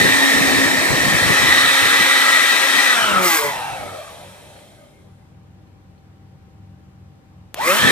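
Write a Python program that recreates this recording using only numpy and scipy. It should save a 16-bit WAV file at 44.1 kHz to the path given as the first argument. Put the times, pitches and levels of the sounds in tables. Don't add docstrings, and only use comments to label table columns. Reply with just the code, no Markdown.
import sys
import numpy as np
from scipy import signal
from scipy.io import wavfile
from scipy.ndimage import uniform_filter1d

SR = 44100
rng = np.random.default_rng(int(sys.argv[2]) if len(sys.argv) > 2 else 0)


def pcm_store(signal):
    levels = np.round(np.clip(np.atleast_2d(signal), -1, 1) * 32767)
    wavfile.write(sys.argv[1], SR, levels.astype(np.int16).T)


def voltage_ratio(decibels):
    exponent = np.asarray(decibels, float) / 20
    return 10 ** exponent


N = 348831
T = np.arange(N) / SR

FULL_HZ, BLADES = 271.2, 7
CUT_S = 2.856
BITE_S = 7.558
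STALL_HZ, STALL_DB_PER_HZ, REST_S = 54.5, 0.3, 5.33
# (time [s], shaft speed [Hz])
COAST_HZ = [(3.0, 227.3), (3.185, 186.3), (3.255, 181.2), (3.3, 167.6), (3.372, 159.8), (3.39, 149.8),
            (3.49, 141.9), (3.6, 123), (3.75, 107.6), (3.9, 93.96), (4.15, 78.8), (4.25, 72.4),
            (4.52, 60.4), (4.901, 43), (5.4, 22.03)]
# (time [s], shaft speed [Hz])
SPIN_UP_HZ = [
    (7.55, 41.98),
    (7.58, 82.27),
    (7.602, 124.9),
    (7.65, 155.7),
    (7.685, 172.8),
    (7.745, 201.9),
    (7.812, 241.3),
    (7.91, 263.2),
]
RESTART_S = SPIN_UP_HZ[0][0]
# (time [s], tilt [0-1])
TILT = [(0, 0.4), (.8, 0.12), (1.2, 0.4), (1.55, 0.93), (2.1, 1.01), (2.65, 0.89), (2.9, .95), (7.5, 0.87),
        (7.91, 0.88)]
# (time [s], level [dB])
AIM_DB = [(0, -3), (.12, -2), (.55, -4.5), (.85, -12), (.97, -11.5), (1.1, -7), (1.5, -0.5), (2.1, -1),
          (2.66, -5.5), (2.88, -4), (2.99, -1.5), (3.15, -0.5), (3.4, -0.5), (3.6, 0), (7.7, 1),
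          (7.76, -4.5), (7.91, 0.5)]
# (time [s], left minus right [dB])
LEAN_DB = [(0, .2), (1.0, .6), (1.5, 1.0), (1.7, .3), (2.27, .9), (2.34, 3.6), (2.8, 3.5), (3.05, 1.3),
           (3.6, .6), (4.2, 0), (5, .5), (7.5, 1), (7.91, 1)]

# (frequency [Hz], likeness [-1 to 1])
FAN_SAME = [(100, .1), (300, .1), (650, 0.58), (1000, 0.8), (1500, .85), (2000, 0.8), (2800, 0.79),
            (4000, 0.5), (8000, 0.12), (15000, .1)]
SHOP_SAME = [(60, 0.44), (130, 0.9), (290, 0.44), (640, 0.4), (1410, -0.12), (3100, -0.078), (6820, -0.66),
             (15000, 0.4)]
# (frequency [Hz], left leads [rad])
LEAD_RAD = [(0, .3), (500, .5), (1100, .8), (1550, 2.1), (1900, 1.6), (2600, 1.2), (3600, 1.5), (6400, 1.7),
            (15000, 1.6)]
LEAD_TILTED_RAD = [(0, .3), (260, 1.5), (520, .5), (1210, .6), (1550, 1.8), (1950, 1.6), (2500, 1.0),
                   (3270, 1.1), (3790, 1.5), (5340, 1.0), (7900, 2.5), (15000, 3)]
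TONE_LEAD_RAD = [(270, 1.7), (540, .6), (1350, .6), (1630, 1.7), (2200, 1.0), (15000, 1.2)]

# (facing [dB], tilted [dB], knee speed [Hz], slope below it [dB/decade], share of aim [ratio])
AIR = [
    (-23, -23.5, 186, 76, 0.26),
    (-22, -18.5, 270, 54.5, 0.28),
    (-25, -24.5, 270, 46, 0.22),
    (-41, -41.5, 227, 49, 1.3),
]
AIR_LAG_S = 0.015
PICK_UP_S = 0.03
# (frequency [Hz], density [dB/Hz])
FACING_DB = [(88, -49), (150, -20.5), (186, -10), (264, 2), (333, -4.5), (1510, -10.5), (1880, 4),
             (2150, -13.5), (3430, -21), (3850, -16.5), (6380, -23), (8880, -25.5), (9980, -29.5),
             (11900, -29), (15600, -31)]
TILTED_DB = [(88, -67.5), (150, -43), (264, -12), (320, -16), (541, -15.5), (988, -11), (1320, -4),
             (1460, -5), (1950, -6), (2110, -8.5), (2820, -12), (3780, -8), (4680, -15.5), (8540, -19),
             (15600, -26.5)]
# (frequency [Hz], width [Hz], lift [dB])
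PIPE = [(617, 260, 1), (1302, 120, 1.5), (1417, 75, -6.5), (2342, 110, 6), (2590, 110, 5.5),
        (2790, 130, -3.5), (3170, 200, 2.5), (3650, 180, 1), (4400, 180, 1), (4730, 240, -3.5),
        (5520, 220, 2.5), (8720, 1200, 5), (10230, 500, -5.5)]
# (frequency [Hz], width [Hz], lift [dB])
COAST_PIPE = [(10630, 1900, 7), (13800, 2500, -0.5), (6000, 2000, 0)]
# (frequency [Hz], width [Hz], lift [dB])
SWELLS = [(830, 360, 6.5), (1265, 440, 0.5), (1610, 260, 0), (1800, 98, 6), (1990, 120, 10.5),
          (3060, 420, 5), (1150, 120, 2.5), (2550, 500, -2)]

# (facing [dB], tilted [dB], slope [dB/decade of speed])
LOWER = [(-34, -37.5, 54.5), (-47, -40.5, 62.5), (-48, -42, 59)]
# (facing [dB], tilted [dB])
UPPER_ORDERS = (5, 6, 8, 12, 15, 30, 31, 38, 39, 45, 47, 50, 52, 55)
UPPER = [(-44, -36), (-46, -28), (-47, -39), (-50, -42), (-43, -38), (-49, -48), (-51, -58), (-55, -54),
         (-54, -52), (-60, -56), (-60, -57), (-58, -52), (-62, -59), (-64, -61)]
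# (time [s], level [dB])
GRIP_DB = [(0, -7), (.11, -5), (.15, 8), (.45, 10), (.65, 7), (.78, 2), (.9, -10), (1.54, -4), (1.8, 3),
           (2.6, -3), (2.85, 1)]
# (shaft speed [Hz], width [Hz], lift [dB])
MOUNT = [
    [(193, 41, 14), (154, 15, -22.5)],
    [(230, 26, 1), (140.1, 20, 2)],
    [(215, 40, 15), (125, 20, 4.5)],
]
# (start [s], hold [s], level [dB])
BLADE_TONE = [
    (7.59, 0.05, -28),
    (3.3, .14, -34),
    (3.55, .2, -41),
    (3.8, 0.2, -52),
]
TONE_RISE_DB_PER_S, TONE_FALL_DB_PER_S = 700, 150
# (start [s], hold [s], level [dB])
SHAKE_ORDERS = (2, 3, 4, 5, 6, 8)
SHAKES = [
    [(3.2, 0.15, -30.5), (7.68, 0.053, -33)],
    [(2.97, 0.19, -35), (3.195, 0.054, -24), (3.385, .1, -30.5), (7.68, 0.053, -22)],
    [(3.417, 0.074, -32)],
    [(3.29, 0.046, -30), (3.76, 0.19, -46)],
    [(3.86, .16, -45)],
    [(4.08, 0.17, -50)],
]
CATCH_DB_PER_S, LET_GO_DB_PER_S, SHAKE_ROUGH_DB = 580, 600, 2.5

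# (start [s], hold [s], level [dB])
DRAUGHT = [(0, 0.11, -34.5), (.19, 0.017, -39.5), (.32, 0.25, -39.5), (.55, 0.1, -38), (.65, 0.21, -36),
           (.9, .08, -32.5), (1.0, 0.18, -34.5), (1.23, 0.086, -30.5), (1.4, 0.096, -34), (1.5, 0.24, -43),
           (1.66, 0.13, -46.5), (1.82, 0.023, -36), (1.92, 0.018, -36.5), (1.97, 0.077, -40.5),
           (2.2, .01, -61.5), (2.28, 0.0079, -56), (2.41, 0.0068, -48), (2.58, 0.02, -48.5),
           (2.76, 0.0084, -49), (2.96, 0.07, -46), (3.12, 0.092, -42), (3.43, 0.11, -45), (3.63, 0.13, -51),
           (3.8, 0.019, -43), (7.6, .09, -45), (7.857, 0.012, -23.5), (7.8, .03, -36.5)]
PUFF_RISE_DB_PER_S, PUFF_FALL_DB_PER_S = 930, 200
# (frequency [Hz], density [dB/Hz])
GUST_DB = [(20, -24.5), (50, -12), (110, -4), (200, -4), (400, -8), (800, -19), (1500, -47.5)]

# (frequency [Hz], density [dB/Hz])
SHOP_SPECTRUM_DB = [(15, -42), (25, -14), (75, -6.5), (156, -7), (434, -20), (584, -19.5), (668, -26.5),
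                    (785, -22.5), (898, -24), (8170, -45), (10400, -55.5), (14400, -56.5), (15600, -58.5)]
SHOP_DB, DUCK_DB = -48.5, -40.5
# (frequency [Hz], width [Hz], level [dB])
HUMS = [(77.6, 8.5, -54.5), (98.6, 9.7, -49.5), (139, 6, -54), (185, 9.7, -55), (242, 3.2, -69.5),
        (314, 1.3, -66), (778, 1.5, -66.5)]
# (start [s], hold [s], level [dB])
HUM_SWELL = [(3.5, 0.43, -45.5), (4.26, 0.0092, -44.5), (4.45, 0.28, -52.5), (5.11, 0.013, -44.5),
             (5.33, 0.4, -47.5), (5.88, .01, -44.5), (6.09, 0.38, -47), (6.56, .3, -44.5),
             (7.01, .01, -40.5), (7.37, .04, -44)]
SURGE_RISE_DB_PER_S, SURGE_FALL_DB_PER_S = 89, 80

# (start [s], hold [s], level [dB], frequency [Hz], width [Hz])
SINGING = [(2.97, 0.092, -23.5, 1340, 90), (3.09, .11, -19.5, 1295, 34), (3.22, 0.052, -25, 1250, 70),
           (3.265, 0.054, -23.5, 2070, 45), (3.32, 0.044, -22, 1620, 45), (3.35, .05, -28, 2160, 70),
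           (3.44, 0.049, -24, 1990, 60.3), (1.42, .35, -32, 2200, 30), (.1, .7, -33, 3820, 120),
           (1.2, .4, -30.5, 1810, 30), (0.05, 0.4, -27, 1800, 35), (.2, .3, -30, 2100, 35.03),
           (1.9, 0.22, -33.5, 1800, 30), (2.25, 0.44, -19.5, 1935, 35), (2.72, .2, -20.5, 1930, 45),
           (2.86, .07, -25, 1800, 60), (0.83, .1, -27, 2200, 220), (1.6, .12, -29, 1800, 30),
           (2.2, .12, -33.5, 1300, 70), (7.612, .012, -34, 1890, 90), (7.66, .015, -27, 1940, 80),
           (7.58, 0.056, -35.5, 2700, 2700), (7.66, 0.047, -23, 1150, 70), (7.77, .05, -28, 3000, 120),
           (3.93, 0.074, -37, 625, 50), (4.4, 0.22, -52.5, 550, 90), (4.48, .12, -56, 757, 250),
           (3.55, 0.19, -35.5, 860, 150), (4.8, 0.091, -53, 620, 30), (4.95, .15, -58.5, 400, 30),
           (3.519, 0.23, -40, 2670, 240), (4.28, 0.597, -65, 3200, 200), (3.9, 0.38, -55, 3300, 300),
           (3.84, 0.1, -41.5, 1300, 110), (3.96, .13, -49, 1150, 90), (3.65, .08, -38, 1550, 60),
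           (3.79, .11, -45, 2200, 70), (4.75, 0.26, -66, 2150, 100), (7.675, 0.025, -20, 2080, 59.8),
           (7.68, .02, -23, 2450, 150), (7.715, .04, -29, 1346, 250), (7.558, .02, -40, 720, 700),
           (7.82, .08, -28.5, 3300, 400), (7.81, .1, -18.5, 1796, 89.4)]

# (frequency [Hz], width [Hz], level [dB])
HOUSING = [(395, 82, -7), (600, 160, -1), (850, 210, -3), (1256, 89, -4.5), (1560, 110, -3.5),
           (2080, 70, -3), (3300, 300, -12)]
BRUSH_DB, BRUSH_DB_PER_DECADE, SETTLE_HZ, LOADED_DB = -27, 28.5, 35.1, -1.5
CHATTER_HZ, CHATTER_DB = 144, 5.5

# (start [s], hold [s],
# level [dB])
RATTLE = [
    (3.248, 0.12, -23.5),
    (7.585, .03, -49),
    (7.672, .1, -27.5),
]
RATTLE_RISE_DB_PER_S, RATTLE_FALL_DB_PER_S = 280, 115
# (frequency [Hz], density [dB/Hz])
KNOCK_DB = [(300, -30), (1000, -9.5), (1600, -4.5), (1850, -7), (2100, 2), (2350, -8), (3000, -9),
            (6000, -8.5), (10000, -11), (15000, -10)]

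# (time [s], peak [dB])
TICKS = [
    (3.809, -30),
    (4.5632, -37),
    (4.59, -42),
    (5.3471, -59),
    (5.6703, -56.5),
    (5.9781, -55.5),
]
TOUCH_TOP_HZ = 5000

SNAP_S, SNAP_DB, SNAP_T60_S = 7.5433, -20, 0.005
FIZZ_DB, FIZZ_T60_S, FIZZ_S = -32, 0.06, 0.011
KICK_S, KICK_T60_S = 7.5445, 0.006
# (frequency [Hz], level [dB])
KICK = [(850, -27), (1400, -28), (1850, -23), (2350, -27), (2950, -27), (4300, -31)]
FLARE_S, FLARE_DB, FLARE_T60_S, FLARE_LOW_HZ = 7.607, -24, 0.06, 8500


def evened(x):
    return x / np.sqrt(np.mean(x ** 2) + 1e-20)


def at(points, t):
    return np.interp(t, *np.transpose(points))


def read(points, hz):
    f, value = np.transpose(points)
    return np.interp(np.log(hz + 1), np.log(f + 1), value)


def filtered(x, order, hz, kind="highpass"):
    return signal.sosfilt(signal.butter(order, hz, kind, fs=SR, output="sos"), x)


def drift(rate_hz):
    rates = np.geomspace(rate_hz / 8, rate_hz, 16)
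    return evened(sum(np.sin(2 * np.pi * (f * T + rng.random())) / np.sqrt(f) for f in rates))


def grid(size):
    return np.arange(N * 4 // size + 4) * size / 4 / SR, np.fft.rfftfreq(size, 1 / SR)[:, None]


def hiss(gain, same, lead_rad, patchy_db, size):
    a, b, c, d, patch = rng.standard_normal((gain.shape[1], gain.shape[0], 5)).T
    patch = evened(uniform_filter1d(uniform_filter1d(patch, 5, 0), 9, 1))
    same = np.clip(same, -1, 1)
    left = a + 1j * b
    right = same * left + np.sqrt(1 - same ** 2) * (c + 1j * d)
    z = np.array([left, right * np.exp(-1j * lead_rad)])
    z *= gain * voltage_ratio(patchy_db * patch) * np.sqrt(SR / size)
    return signal.istft(z, nperseg=size, noverlap=size * 3 // 4)[1][:, :N]


def unit(gain, hz, lo_hz=0, hi_hz=20000):
    inside = (hz > lo_hz) & (hz < hi_hz)
    return gain / np.sqrt(((gain * inside) ** 2).sum(0) * hz[1] + 1e-30)


def lifts(modes, hz):
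    return sum(db / (1 + (2 * (hz - f) / w) ** 2) for f, w, db in modes)


def bumps(rows, t, rise, fall):
    levels = []
    for s, hold, db in rows:
        level = db - rise * np.maximum(s - t, 0) - fall * np.maximum(t - s - hold, 0)
        levels.append(np.maximum(level, -120))
    return np.max(levels, 0)


def speed(t):
    return np.where(t < RESTART_S, at([(CUT_S, FULL_HZ)] + COAST_HZ, t), at(SPIN_UP_HZ, t))


def slowing(t, knee_hz, db_per_decade):
    hz = speed(t)
    rest = (t > REST_S) & (t < RESTART_S)
    stall_db = STALL_DB_PER_HZ * np.maximum(STALL_HZ - hz, 0)
    return db_per_decade * np.log10(np.minimum(hz / knee_hz, 1)) - stall_db - 100 * rest


def lead(t, hz):
    tilt = np.clip(at(TILT, t), 0, 1) ** 2
    return (1 - tilt) * read(LEAD_RAD, hz) + tilt * read(LEAD_TILTED_RAD, hz)


def whine():
    hz, tilt, out = speed(T), at(TILT, T), np.zeros((2, N))
    turns = np.cumsum(hz * (1 + 0.00065 * drift(6))) / SR
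    levels = []
    for k, (facing, tilted, slope) in enumerate(LOWER, 1):
        db = facing + (tilted - facing) * tilt + slowing(T, FULL_HZ, slope) + lifts(MOUNT[k - 1], hz)
        levels.append((k, db + at(GRIP_DB, T) * (k == 1) + 1.2 * drift(25)))
    blade_db = bumps(BLADE_TONE, T, TONE_RISE_DB_PER_S, TONE_FALL_DB_PER_S)
    levels.append((BLADES, blade_db + slowing(T, 64, 30)))
    for k, rows in zip(SHAKE_ORDERS, SHAKES):
        levels.append((k, bumps(rows, T, CATCH_DB_PER_S, LET_GO_DB_PER_S) + SHAKE_ROUGH_DB * drift(60)))
    fade_db = 110 * np.log10(hz / FULL_HZ) - 100 * ((T > REST_S) & (T < RESTART_S))
    for k, (facing, tilted) in zip(UPPER_ORDERS, UPPER):
        levels.append((k, facing + (tilted - facing) * tilt + fade_db))
    for k, db in levels:
        left = 2 * np.pi * (k * turns + rng.random())
        right = left - read(TONE_LEAD_RAD, k * FULL_HZ) - 0.45 * drift(2.5)
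        out += np.sqrt(2) * voltage_ratio(db + 1.3 * drift(14)) * np.cos([left, right])
    return out


def air_db(t, layer):
    facing_db, tilted_db, knee_hz, slope, share = AIR[layer]
    late = t - AIR_LAG_S * (layer < 3)
    level_db = facing_db + (tilted_db - facing_db) * at(TILT, t)
    return level_db + share * at(AIM_DB, t) + slowing(late, knee_hz, slope)


def rush():
    t, hz = grid(size=1024)
    shaft, tilt = speed(t), np.clip(at(TILT, t), 0, 1)
    shape_db = (1 - tilt) * read(FACING_DB, hz) + tilt * read(TILTED_DB, hz)
    slow = np.clip((150 - shaft) / 30, 0, 1) * (t < REST_S)
    shape = voltage_ratio(shape_db + lifts(PIPE, hz) + lifts(COAST_PIPE, hz) * slow)

    bands_hz = [(350, 1500), (2300, 5000), (6000, 15000)]
    place = np.interp(np.log(hz + 1), np.log([1300, 2800, 7000]), [0, 1, 2])
    lift_db = 0
    for k, band in enumerate(bands_hz):
        scale = unit(shape, hz, *band)[9] / shape[9]
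        trim_db = air_db(t, k) + 20 * np.log10(scale)
        lift_db = lift_db + np.maximum(1 - abs(place - k), 0) * trim_db

    blade_hz = BLADES * shaft * (1 + (0.035 * tilt - 0.03) * (shaft / FULL_HZ) ** 6)
    width_hz = 0.04 * blade_hz + 15 + 0.6 * (FULL_HZ - shaft)
    fuzz = unit(1 / (1 + ((hz - blade_hz) / width_hz) ** 4), hz)
    second = unit(1 / (1 + ((hz - 1.99 * blade_hz) / (0.099 * blade_hz + 15)) ** 2), hz)
    second_db = -4.0 - 2.4 * ((t > CUT_S) & (t < REST_S)) + 1.5 * (t > REST_S)
    fuzz = fuzz + voltage_ratio(second_db) * second
    fuzz_db = air_db(t, len(bands_hz)) + 24.5 - np.maximum(100 - shaft, 0) * 0.31
    gain = np.hypot(shape * voltage_ratio(lift_db), fuzz * voltage_ratio(fuzz_db + lifts(SWELLS, hz) - 5.5))
    moving = np.where(T < REST_S, 1, np.clip((T - BITE_S) / PICK_UP_S + 0.2, 0, 1))
    return hiss(gain, read(FAN_SAME, hz), lead(t, hz), patchy_db=1.5, size=1024) * moving


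def draught():
    t, hz = grid(size=1024)
    puffs_db = bumps(DRAUGHT, t, PUFF_RISE_DB_PER_S, PUFF_FALL_DB_PER_S)
    gain = unit(voltage_ratio(read(GUST_DB, hz)), hz, 40, 230) * voltage_ratio(puffs_db)
    lumps = voltage_ratio(2.0 * np.array([drift(75), drift(75)]) + 5.5)
    return lumps * hiss(gain, 0, 0, patchy_db=4.5, size=1024)


def workshop():
    t, hz = grid(size=1024)
    gain = unit(voltage_ratio(read(SHOP_SPECTRUM_DB, hz)), hz) * voltage_ratio(SHOP_DB + 0 * t)
    room = hiss(gain, read(SHOP_SAME, hz), 0, patchy_db=0.95, size=1024)
    swell = voltage_ratio(bumps(HUM_SWELL, T, SURGE_RISE_DB_PER_S, SURGE_FALL_DB_PER_S) + 46.0)
    for f, w, db in HUMS:
        cycles = np.cumsum(f + w / 4 * drift(5)) / SR
        level = voltage_ratio(db + min(w / 3, 1.8) * drift(w + 2)) * np.sqrt(2)
        room += level * np.cos(2 * np.pi * cycles) * (swell if f < 200 else 1)
    return room * voltage_ratio(DUCK_DB * np.clip((speed(T) - 115) / 65, 0, 1))


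def singing():
    t, hz = grid(size=1024)
    rest_db = -100 * ((t > REST_S) & (t < BITE_S))
    power = 0
    for s, hold, db, f, w in SINGING:
        level_db = bumps([(s, hold, db)], t, 96 / hold ** 0.5, 102 / hold ** 0.5) + rest_db
        power = power + (unit(1 / (1 + (2 * (hz - f) / w) ** 2), hz) * voltage_ratio(level_db)) ** 2
    return hiss(np.sqrt(power), read(FAN_SAME, hz), lead(t, hz), patchy_db=2.5, size=1024)


def rattle_db(t):
    rest = (t > REST_S) & (t < BITE_S)
    return bumps(RATTLE, t, RATTLE_RISE_DB_PER_S, RATTLE_FALL_DB_PER_S) - 100 * rest


def brush_db(t):
    shaft, loaded = speed(t), t > RESTART_S
    settled = np.maximum(1 - (FULL_HZ - shaft) / SETTLE_HZ, 0) * (t < RESTART_S)
    chatter_db = CHATTER_DB * np.clip((shaft - CHATTER_HZ) / 6 + 1, 0, 1)
    level_db = BRUSH_DB + slowing(t, FULL_HZ, BRUSH_DB_PER_DECADE) + LOADED_DB * loaded
    return level_db + chatter_db - 15 * settled - 100 * (t < CUT_S)


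def housing(hz):
    return np.sqrt(sum((voltage_ratio(db) / (1 + (2 * (hz - f) / w) ** 2)) ** 2 for f, w, db in HOUSING) + 1e-4)


def brushes():
    t, hz = grid(size=1024)
    gain = unit(housing(hz), hz, 480, 900) * voltage_ratio(brush_db(t) - 15.5)
    out = hiss(gain, read(FAN_SAME, hz), read(LEAD_RAD, hz), patchy_db=6.0, size=1024)
    shaft = speed(T)
    turns = np.cumsum(shaft) / SR
    level = voltage_ratio(brush_db(T) - 6.0 - np.maximum(95 - shaft, 0) * 0.11)
    for k in range(4, 17):
        blur = np.cumsum(drift(30)) / SR * k ** 2 / 18 * (1 + 60 / shaft)
        left = 2 * np.pi * (k * turns + blur + rng.random())
        right = left - read(LEAD_RAD, k * shaft)
        knock = voltage_ratio(rattle_db(T) - 8.5) * (k in (10, 12, 16))
        order = level * housing(k * shaft) * voltage_ratio(-0.6 * max(k - 8, 0)) + knock
        out += order * voltage_ratio(4.7 * drift(20)) * np.cos([left, right])
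    return out


def rattle():
    t, hz = grid(size=256)
    gain = unit(voltage_ratio(read(KNOCK_DB, hz)), hz, 7000, 13000) * voltage_ratio(rattle_db(t))
    turn = np.cumsum(speed(T)) / SR % 1
    strike = 1.1 + np.exp(-turn / 0.32)
    return evened(strike) * hiss(gain, 4.5 * read(FAN_SAME, hz), read(LEAD_RAD, hz), patchy_db=1.5, size=256)


def contacts():
    out, t = np.zeros((2, N)), np.arange(2500) / SR
    ring = sum(voltage_ratio(-60 * t / 0.0063) * np.sin(2 * np.pi * f * t) for f in (905, 1810, 2400, 3050, 4230))
    for s, db in TICKS:
        shared, own = rng.standard_normal(len(t)), rng.standard_normal((2, len(t)))
        burst = (0.61 * shared + 1.1 * own) * voltage_ratio(-60 * t / 0.05) * np.minimum(t / 0.0022, 1) ** 2
        burst = 0.26 * burst + 0.039 * signal.fftconvolve(burst, ring[None])[:, :len(t)]
        burst = filtered(burst, 2, (600, TOUCH_TOP_HZ), "bandpass")
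        out[:, round((s - 0.002) * SR):][:, :len(t)] += voltage_ratio(db) * 2.1 * burst
    return out


def spark():
    shared, own = rng.standard_normal(N), rng.standard_normal((2, N))
    age, ring = np.clip(T - SNAP_S, 0, 1), np.clip(T - KICK_S, 0, 1)
    fizz = voltage_ratio(FIZZ_DB - 60 * age / FIZZ_T60_S) * (age < FIZZ_S)
    level = (voltage_ratio(SNAP_DB - 60 * age / SNAP_T60_S) + fizz) * (T > SNAP_S)
    snap = filtered((0.55 * shared + 0.64 * own) * level, 1, 900)
    kick = sum(voltage_ratio(db - 60 * ring / KICK_T60_S) * np.sin(2 * np.pi * f * ring) for f, db in KICK)
    return snap + kick


def treble_flare():
    decay = voltage_ratio(FLARE_DB - 60 * np.clip(T - FLARE_S, 0, 1) / FLARE_T60_S)
    onset = np.clip((T - FLARE_S) / 0.012, 0, 1)
    return filtered(rng.standard_normal((2, N)) * decay * onset, 6, FLARE_LOW_HZ)


def scene():
    lean_db = at(LEAN_DB, T)
    noise = filtered(rush() + rattle() + brushes() + singing(), 8, 185)
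    fan = (whine() + noise) * voltage_ratio(np.array([lean_db, -lean_db]) / 2 + 1.7)
    ambience = (draught() + workshop()) * voltage_ratio(np.array([[0.9], [-0.9]]))
    return fan + ambience + contacts() + spark() + treble_flare()


def roll_off(x):
    return signal.sosfilt(signal.butter(12, 16010, fs=SR, output="sos"), x)


def record(dry):
    mix = dry + voltage_ratio(-74.0) * rng.standard_normal(dry.shape)
    mix = filtered(mix, 2, 45)
    edge = signal.firwin(767, 15300, window=("kaiser", 9), fs=SR)
    mix = signal.oaconvolve(np.clip(mix, -1, 1), edge[None], "same")
    return roll_off(mix)


dry = scene()
out = record(dry)
pcm_store(out)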